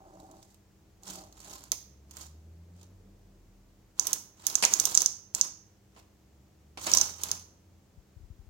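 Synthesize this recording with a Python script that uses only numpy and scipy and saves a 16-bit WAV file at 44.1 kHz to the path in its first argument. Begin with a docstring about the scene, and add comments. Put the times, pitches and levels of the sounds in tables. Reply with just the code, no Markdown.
"""In a small room, a knitting machine carriage is pushed along its needle bed in fits and starts.
Its friction gates bursts of random needle contacts; sprung cams snap as short steel rings with cracks.
Knocks are decaying bursts of needle clatter; slow dragging groans as slips ring the casing.
Behind: a faint far engine (rising tones and rumble), a low drone, room hum and room tone.
Near the end, low sine thuds bump the hand-held recorder."""
import sys
import numpy as np
from scipy import signal
from scipy.fft import rfft, irfft, next_fast_len
from scipy.io import wavfile

SR = 44100
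rng = np.random.default_rng(int(sys.argv[2]) if len(sys.argv) > 2 else 0)


def unload_wav(signal):
    """Save mono or channel-first audio to the path in sys.argv[1] as 16-bit WAV at rate SR, clipped to [-1, 1]."""
    wavfile.write(
        sys.argv[1],
        SR,
        np.round(np.clip(np.atleast_2d(signal).T, -1, 1) * 32767).astype(np.int16),
    )


N = 374409
T = np.arange(N) / SR


def from_db(db):
    """Decibels to amplitude gain."""
    return 10 ** (np.asarray(db) / 20)


def rms_one(x):
    """Scale to rms 1."""
    return x / np.sqrt(np.mean(x ** 2) + 1e-20)


def at_hz(points, hz):
    """Interpolate a table on a log-frequency axis."""
    known_hz, values = np.transpose(points)
    return np.interp(np.log(np.maximum(hz, 1)), np.log(known_hz), values)


def colour(x, spectrum):
    """Causal minimum-phase filter with the given spectrum, built by folding its cepstrum."""
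    size = 4096
    gain = from_db(at_hz(spectrum, np.fft.rfftfreq(size, 1 / SR)))
    cepstrum = irfft(np.log(gain))
    cepstrum[1:size // 2] *= 2
    cepstrum[size // 2 + 1:] = 0
    impulse = irfft(np.exp(rfft(cepstrum)))
    filtered = signal.fftconvolve(np.atleast_2d(x), impulse[None], axes=1)
    return filtered[:, :x.shape[-1]].reshape(x.shape)


def drift(rate_hz):
    """Slow random control: normal draws at rate_hz, joined by straight lines."""
    return np.interp(T * rate_hz, np.arange(N // 40), rng.standard_normal(N // 40))


def resonance(x, hz, width_hz):
    """Two-pole resonator: a unit click starts a ring of height about 1."""
    r = np.exp(-np.pi * width_hz / SR)
    poles = [1, -2 * r * np.cos(2 * np.pi * hz / SR), r * r]
    return signal.lfilter([.5, 0, -.5], poles, x + 1e-18)


def add(track, s, sound):
    """Mix a sound into a track at time s."""
    i = max(int(s * SR), 0)
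    track[..., i:i + sound.shape[-1]] += sound[..., :max(N - i, 0)]


FALL_DB = 20   # lost per fall time


def swell(start_s, end_s, rise_s, fall_s):
    """Gain that gathers from 0 to 1 at start, holds until end and decays exponentially."""
    rise = np.clip(1 - (start_s - T) / rise_s, 0, 1) ** 2
    return rise * from_db(-FALL_DB * np.clip((T - end_s) / fall_s, 0, 10))


def contacts(per_s, spread_db):
    """Random tiny collisions of very uneven size and either sign; rms 1."""
    out = np.zeros(N)
    when, size, sign = rng.random((int(per_s * N / SR), 3)).T
    height = from_db(spread_db * np.minimum(-np.log(size), 4))
    out[(when * N).astype(int)] = height * np.sign(sign - .5)
    return rms_one(out)


# left-right likeness of diffuse sound: (frequency [Hz], likeness [0-1])
STEREO_LIKENESS = [(100, 0.96), (1000, 0.35), (8000, .15)]


def diffuse(a, b):
    """Two unrelated sounds become a stereo pair, alike in the bass and apart in the treble."""
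    size = next_fast_len(len(a))
    alike = np.clip(at_hz(STEREO_LIKENESS, np.fft.rfftfreq(size, 1 / SR)), 0, .99)
    mid = rfft(a, size) * np.sqrt((1 + alike) / 2)
    side = rfft(b, size) * np.sqrt((1 - alike) / 2)
    return irfft(np.array([mid + side, mid - side]), size)[:, :len(a)]


# steel chassis modes: (frequency [Hz], width [Hz], height over the broad sound [dB])
CHASSIS_MODES = [(332, 35, -0.5), (946, 34, -1.5), (1038.9, 31, -1), (1273, 88, -7.5), (2673, 45, -8.5),
                 (3086, 13, 6), (4512, 15, 3)]


def chassis(x):
    """Whatever shakes the machine also rings its chassis modes; rms 1."""
    rings = sum(from_db(db) * 2 * np.pi * width_hz / SR * resonance(x, hz, width_hz)
                for hz, width_hz, db in CHASSIS_MODES)
    return rms_one(x + rings)


def jingle(per_s=130, spread_db=2.0, width_hz=380, count=26):
    """Needles knock in their slots, each ringing for a millisecond or two at its own pitch."""
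    pitches_hz = np.linspace(2800, 15800, count)
    return sum(resonance(contacts(per_s, spread_db), hz, width_hz) for hz in pitches_hz)


NEEDLES_PER_S, NEEDLE_TIMING_SPREAD = 38, .1   # spread in needle intervals
NEEDLE_TICK_DB, NEEDLE_TICK_SPREAD_DB = 17.5, 2   # re friction


def passing_needles(friction, count=400):
    """Needles leave the cam track at a nearly even rate, ticking as hard as the carriage rubs."""
    late, size = rng.standard_normal((count, 2)).T
    s = (np.arange(count) + NEEDLE_TIMING_SPREAD * late) / NEEDLES_PER_S
    friction_db = 20 * np.log10(np.interp(s, T, friction))
    return list(zip(s, friction_db + NEEDLE_TICK_DB + NEEDLE_TICK_SPREAD_DB * size))


# hand pushes on the carriage: (full speed from [s], until [s], friction before bed and needle gains [dB],
# brightness [dB], speeding up [s], slowing down [s])
HAND_PUSHES = [(0.199, 0.526, -83, 10.5, 0.46, 0.059), (1.08, 1.156, -54.5, 4.5, .07, 0.1262),
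               (1.475, 1.557, -57, 2.5, 0.203, 0.178), (2.17, 2.221, -59.5, 3.5, 0.1147, 0.096),
               (2.78, 2.847, -74.5, -1, 0.097, 0.054), (4.038, 4.136, -50.5, 0.5, 0.096, 0.08),
               (4.485, 4.622, -52, 0, 0.15, .05), (4.715, 5.033, -48.5, 4.5, .12, 0.101),
               (5.36, 5.452, -51.5, 0.5, 0.0294, 0.069), (5.972, 5.989, -69, -8, 0.086, 0.055),
               (6.87, 7.009, -42.5, 4.5, 0.1071, 0.151), (7.24, 7.329, -51, 1, .16, 0.106)]
# single needles that catch and slip free: (time [s], level before tick_db [dB])
NEEDLE_SLIPS = [(0.1999, -45), (0.313, -43), (0.4276, -39), (0.5437, -42.5), (1.0334, -37), (1.137, -45),
                (1.3254, -40), (1.4025, -35), (1.534, -36.5), (1.6386, -35), (2.1102, -34), (2.1689, -28),
                (2.2109, -33), (2.8123, -45), (2.8305, -43), (4.4992, -23.5), (5.9825, -49), (5.9915, -44),
                (6.839, -33)]
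# needle bed spectrum: (frequency [Hz], level [dB])
BED_SPECTRUM = [(60, -4), (170, -0.5), (520, -0.5), (800, 3.5), (1400, 1.5), (1800, -3.5), (3600, -4.5),
                (15000, -33)]
# needle spectrum: (frequency [Hz], level [dB])
NEEDLE_SPECTRUM = [(1500, -22.5), (3000, -10.5), (4400, -2.5), (5200, -4), (6600, 6.5), (7500, 3),
                   (9500, -5.5), (15500, -9)]


def sliding(bed_db=2, needles_db=4.5, lumpy_db=3.0, needle_lumpy_db=3.5,
            tick_db=-7, tick_s=0.0037, tick_bed_db=-14):
    """Needle butts jostle through the cam track, shaking the bed and jingling themselves."""
    friction, jingling, ticks = np.zeros((3, N))
    for start_s, end_s, db, bright_db, rise_s, fall_s in HAND_PUSHES:
        push = from_db(db) * swell(start_s, end_s, rise_s, fall_s)
        friction = np.maximum(friction, push)
        jingling = np.maximum(jingling, push * from_db(bright_db))
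    tick_decay = np.exp(-T[:SR // 20] / tick_s)
    for s, db in list(NEEDLE_SLIPS) + passing_needles(friction):
        add(ticks, s, from_db(db + tick_db) * tick_decay)
    catching = drift(130)   # cams catch and free themselves
    bed = chassis(colour(diffuse(contacts(1500, 3.5), contacts(1500, 4.5)), BED_SPECTRUM))
    needles = chassis(colour(diffuse(jingle(), jingle()), NEEDLE_SPECTRUM))
    shaking = friction * from_db(bed_db + lumpy_db * catching)
    jostling = jingling * from_db(needles_db + needle_lumpy_db * catching)
    return (shaking + from_db(tick_bed_db) * ticks) * bed + (jostling + ticks) * needles


def snap(hz, sharp_db, width_hz=620, crack_db=-17, crack_s=0.00074, rattle_db=-30, rattle_s=.0045):
    """One steel contact: a short ring, a broad crack and a few milliseconds of rattle."""
    t = T[:SR // 40]
    noise = rng.standard_normal((3, len(t)))
    rattle_envelope = np.exp(-t / rattle_s) * (1 - np.exp(-t / crack_s))
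    rattle = from_db(rattle_db) * noise[:2] * rattle_envelope
    ring = resonance((t == 0) + rattle, hz, width_hz)
    # band-pass: the ring takes a few cycles to build up
    ring = signal.sosfilt(signal.butter(1, [4600, 8400], "band", fs=SR, output="sos"), ring)
    burst = from_db(crack_db) * noise[2] * np.exp(-t / crack_s)
    return ring, from_db(sharp_db) * (burst + 1.4 * rattle)


# steel cams snap on needles: (time [s], level before ring gain and crack spectrum [dB], ring [Hz],
# crack sharpness [dB], left re right [dB])
CAM_SNAPS = [(1.7183, -7, 6390, 10, -2), (3.9963, -2.5, 6364, -2.5, -14), (4.0694, -13, 6000, 18, -2.5),
             (4.1308, -7, 6640, 12, 0.5), (4.4676, -5.5, 6500, 13, -5), (4.5542, -1, 6474, 0.5, -5.5),
             (4.6509, 0.5, 6500, -0.5, -5.5), (4.7375, 0.1, 6576, 0.5, -3.5), (4.7993, -1, 6304, 8, -8),
             (4.8539, -6, 6186, 12.5, -6.5), (4.9458, -15.5, 7200, 9, 6.5), (4.9505, -0.5, 6936, -3, -19),
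             (4.9747, 3, 6280, -7.5, -1.5), (5.0054, -12, 6780, 4.5, 7.5), (5.019, -7, 6300, 8, -24),
             (5.0605, -0.5, 6270, -8, -3.5), (5.349, -7.5, 7010, 6.5, 1), (5.4123, 0, 6349, -8.5, -1.5),
             (6.9161, -12, 6730, 3.5, 9), (6.9366, 3.5, 5843, -13.5, -13), (6.9495, -11, 6660, 11, 7),
             (6.9725, -0.5, 6040, -9, -11.5), (6.9845, -9, 6450, -0.5, 7), (7.0129, -.5, 6140, -3, -4.5),
             (7.2349, -11, 6640, 12.5, 4.5), (7.3149, -8, 6290, 5, 0)]
# crack spectrum: (frequency [Hz], level [dB])
CRACK_SPECTRUM = [(300, -14.5), (1000, -14), (2000, -16.5), (3200, -6), (5000, -2.5), (8000, 6), (10500, 3),
                  (15500, 1)]
BOUNCE_S, BOUNCE_SPREAD, BOUNCE_DB = .0019, .2, -6   # median delay, log spread, re snap


def cams(ring_db=4):
    """Each sprung cam strikes a needle and bounces once."""
    rings, cracks = np.zeros((2, 2, N))
    for s, db, hz, sharp_db, pan_db in CAM_SNAPS:
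        bounce_s = BOUNCE_S * np.exp(BOUNCE_SPREAD * rng.standard_normal())
        for when, level_db in ((s, db), (s + bounce_s, db + BOUNCE_DB)):
            ring, crack = snap(hz, sharp_db)
            gain = from_db([[level_db + pan_db], [level_db]])
            add(rings, when, gain * ring)
            add(cracks, when, gain * crack)
    return from_db(ring_db) * rings + colour(cracks, CRACK_SPECTRUM)


# knocks on the machine, mostly the carriage on its rail, at 5.963 s a hand: (time [s], level before low-pass
# [dB], ring-down t60 [s], low-pass [Hz])
MACHINE_KNOCKS = [(1.721, -31, 0.0854, 2520), (4.625, -13, 0.0575, 7980), (4.636, -16.5, 0.13, 5150),
                  (5.963, -38, 0.24, 600), (6.7731, -27.5, 0.1, 1700), (6.866, -25, 0.32, 3068)]
# knock spectrum: (frequency [Hz], level [dB])
KNOCK_SPECTRUM = [(60, -16), (180, -9.5), (340, -8), (830, 0), (1600, -7), (2600, -0.5), (3700, -5.5),
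                  (5800, 1.5), (8500, 1.5), (15500, -9.5)]


def knocks():
    """Each knock sets the needle row clattering for a moment, low-passed to its own dullness."""
    clatter = chassis(colour(diffuse(contacts(6000, 3.2), contacts(6500, 2.4)), KNOCK_SPECTRUM))
    out, t = np.zeros((2, N)), T[:SR // 4]
    for s, db, t60_s, dull_hz in MACHINE_KNOCKS:
        burst = clatter[:, int(s * SR):][:, :len(t)] * from_db(db - 60 * t / t60_s)
        low_pass = signal.butter(1, dull_hz, fs=SR, output="sos")
        add(out, s, signal.sosfilt(low_pass, burst))
    return out


# slow drags: (from [s], until [s], level [dB])
CASING_GROANS = [(0, 0.342, -54.5), (1.083, 1.205, -50.5), (1.481, 1.564, -56)]
# plastic casing modes: (frequency [Hz], width [Hz], relative level [dB])
CASING_MODES = [(763.7, 15.7, -1), (609, 82, -2.5), (320.2, 81.3, -1.5), (189.83, 4.5, -4.5)]
GROAN_RISE_S, GROAN_FALL_S = 0.091, 0.164


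def groan(soft_hz=1300):
    """Slow dragging: soft, uneven slips ring the plastic casing."""
    slips = signal.sosfilt(signal.butter(4, soft_hz, fs=SR, output="sos"), contacts(350, 2.1))
    body = sum(from_db(db) * np.sqrt(width_hz) * resonance(slips, hz, width_hz)
               for hz, width_hz, db in CASING_MODES)
    drag = sum(from_db(db) * swell(start_s, end_s, GROAN_RISE_S, GROAN_FALL_S)
               for start_s, end_s, db in CASING_GROANS)
    return drag * rms_one(body)


# reverberation: (frequency [Hz], t60 [s])
REVERB_T60 = [(200, 0.59), (3700, 0.44), (6200, 0.46), (7400, 0.27), (9000, 0.33), (15000, 0.39)]


def room(x, wet_db=-11, gap_s=0.0041, echo_s=0.0047, echo_db=-22):
    """One clear reflection and a diffuse tail that dies band by band."""
    t = T[:SR * 3 // 4]
    noise = rfft(diffuse(*rng.standard_normal((2, len(t)))))
    hz, centres_hz = np.fft.rfftfreq(len(t), 1 / SR), np.array(REVERB_T60)[:, 0]
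    tail = 0
    for share, (_, t60_s) in zip(np.eye(len(centres_hz)), REVERB_T60):
        band = irfft(noise * np.interp(hz, centres_hz, share), len(t))
        tail = tail + band * from_db(-60 * t / t60_s)
    tail = tail * np.clip(t / gap_s - 1, 0, 1)
    response = from_db(wet_db) * tail / np.sqrt(np.sum(tail ** 2) / 2)
    response[:, int(echo_s * SR)] += from_db(echo_db)
    return signal.fftconvolve(x, response, axes=1)[:, :N]


# recorder bumps: (time [s], level before left/right gains [dB])
RECORDER_BUMPS = [(7.974, -42), (8.163, -39.5), (8.202, -41.5), (8.229, -40), (8.301, -36), (8.389, -39),
                  (8.468, -42)]


def bumps(hz=75, swell_s=0.0039):
    """Soft low thuds through the recorder's case, stronger on the left."""
    out, t = np.zeros(N), T[:SR // 10]
    envelope = t / swell_s * np.exp(1 - t / swell_s)
    for s, db in RECORDER_BUMPS:
        thud_hz = hz * rng.uniform(0.688, 1.103)
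        add(out, s, from_db(db) * envelope * np.sin(2 * np.pi * thud_hz * t))
    return out * from_db([[4], [-9]])


# far engine pulls: (from [s], until [s], starting pitch [Hz], climb [Hz/s], rms level at the boom [dB])
FAR_ENGINE_PULLS = [(0.948, 3.101, 43.12, 24.8, -51), (5.907, 7.502, 62.34, 16, -57.5)]
ENGINE_RISE_S, ENGINE_FALL_S = .2, 0.83
BOOM_HZ, BOOM_WIDTH_HZ = 82.56, 12
RUMBLE_DB, RUMBLE_LOW_HZ, RUMBLE_HIGH_HZ = -18, 150.82, 467


def engine(second_db=-12, waver_db=5.5, wobble=0.0046):
    """Far engine: rumble, plus a note and second harmonic that climb, loudest through the boom."""
    band = signal.butter(2, [RUMBLE_LOW_HZ, RUMBLE_HIGH_HZ], "band", fs=SR, output="sos")
    noise = diffuse(*rng.standard_normal((2, N)))
    rumble = from_db(RUMBLE_DB) * rms_one(signal.sosfilt(band, noise))
    out = 0
    for start_s, end_s, start_hz, hz_per_s, db in FAR_ENGINE_PULLS:
        hz = start_hz + hz_per_s * (np.clip(T, start_s, end_s) - start_s)
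        boom = 1 / np.hypot(1, 2 * (hz - BOOM_HZ) / BOOM_WIDTH_HZ)
        phase = 2 * np.pi * np.cumsum(hz * (1 + wobble * drift(7.2))) / SR
        tone = np.sin(phase) + from_db(second_db + waver_db * drift(26)) * np.sin(2 * phase)
        gain = from_db(db) * swell(start_s, end_s, ENGINE_RISE_S, ENGINE_FALL_S)
        out = out + gain * (boom * tone + rumble * (hz / hz.max()) ** 2)
    return out


# low drone swells: (from [s], until [s], pitch [Hz], rms level [dB])
DRONE_SWELLS = [(0, 0.147, 38.58, -65.5), (2.95, 3.535, 39.89, -60)]
DRONE_RISE_S, DRONE_FALL_S = 0.22, 0.76


def low_drone():
    """Steady low sines that swell twice."""
    return sum(from_db(db) * swell(start_s, end_s, DRONE_RISE_S, DRONE_FALL_S) * np.sin(2 * np.pi * hz * T)
               for start_s, end_s, hz, db in DRONE_SWELLS)


# room hum: (frequency [Hz], rms level before wavering [dB])
HUM_TONES = [(197, -71), (251, -87), (322, -76), (398, -81.5)]


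def room_hum(waver_db=1.5, wobble_rad=0.24):
    """Sines wavering slightly in level and phase."""
    return sum(from_db(db + waver_db * drift(17)) * np.sin(2 * np.pi * hz * T + wobble_rad * drift(26))
               for hz, db in HUM_TONES)


# room tone: ([(frequency [Hz], relative level [dB]), ...], overall rms level [dB])
AIR_SPECTRUM, AIR_DB = [(28, -30.5), (42, -14), (95, -5.5), (150, -14.5), (310, -19.5), (640, -24.5),
                        (1300, -32), (3800, -37.5), (7000, -35.5), (9500, -44.5), (16000, -41)], -62.5


def room_tone():
    """Diffuse coloured noise."""
    return from_db(AIR_DB) * rms_one(colour(diffuse(*rng.standard_normal((2, N))), AIR_SPECTRUM))


def background():
    """Engine, drone and hum, scaled from sine rms to peak, over room tone."""
    return np.sqrt(2) * (engine() + low_drone() + room_hum()) + room_tone()


# shaded left microphone: (frequency [Hz], level [dB])
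LEFT_SHADE = [(100, -3.5), (400, 1), (800, -1.5), (1300, -2), (4500, 1), (5500, 3), (6500, -18.5),
              (8000, -15)]
LEFT_LAG_S = 0.0002459


def scene():
    """Machine in its room, later and duller on the left, over the background and bumps."""
    machine = sliding() + cams() + knocks() + groan()
    left, right = machine + room(machine)
    left = np.roll(colour(left, LEFT_SHADE), int(LEFT_LAG_S * SR))
    return np.array([left, right]) + bumps() + background()


CUTOFF_HZ = 16200


def record(dry):
    """High-pass the deepest bass, clip peaks beyond 0.95 and cut the top."""
    x = signal.sosfilt(signal.butter(8, 32, "high", fs=SR, output="sos"), dry)
    top_cut = signal.ellip(10, .2, 70, CUTOFF_HZ, fs=SR, output="sos")
    return signal.sosfilt(top_cut, np.clip(x, -.95, .95))


dry = scene()
out = record(dry)
unload_wav(out)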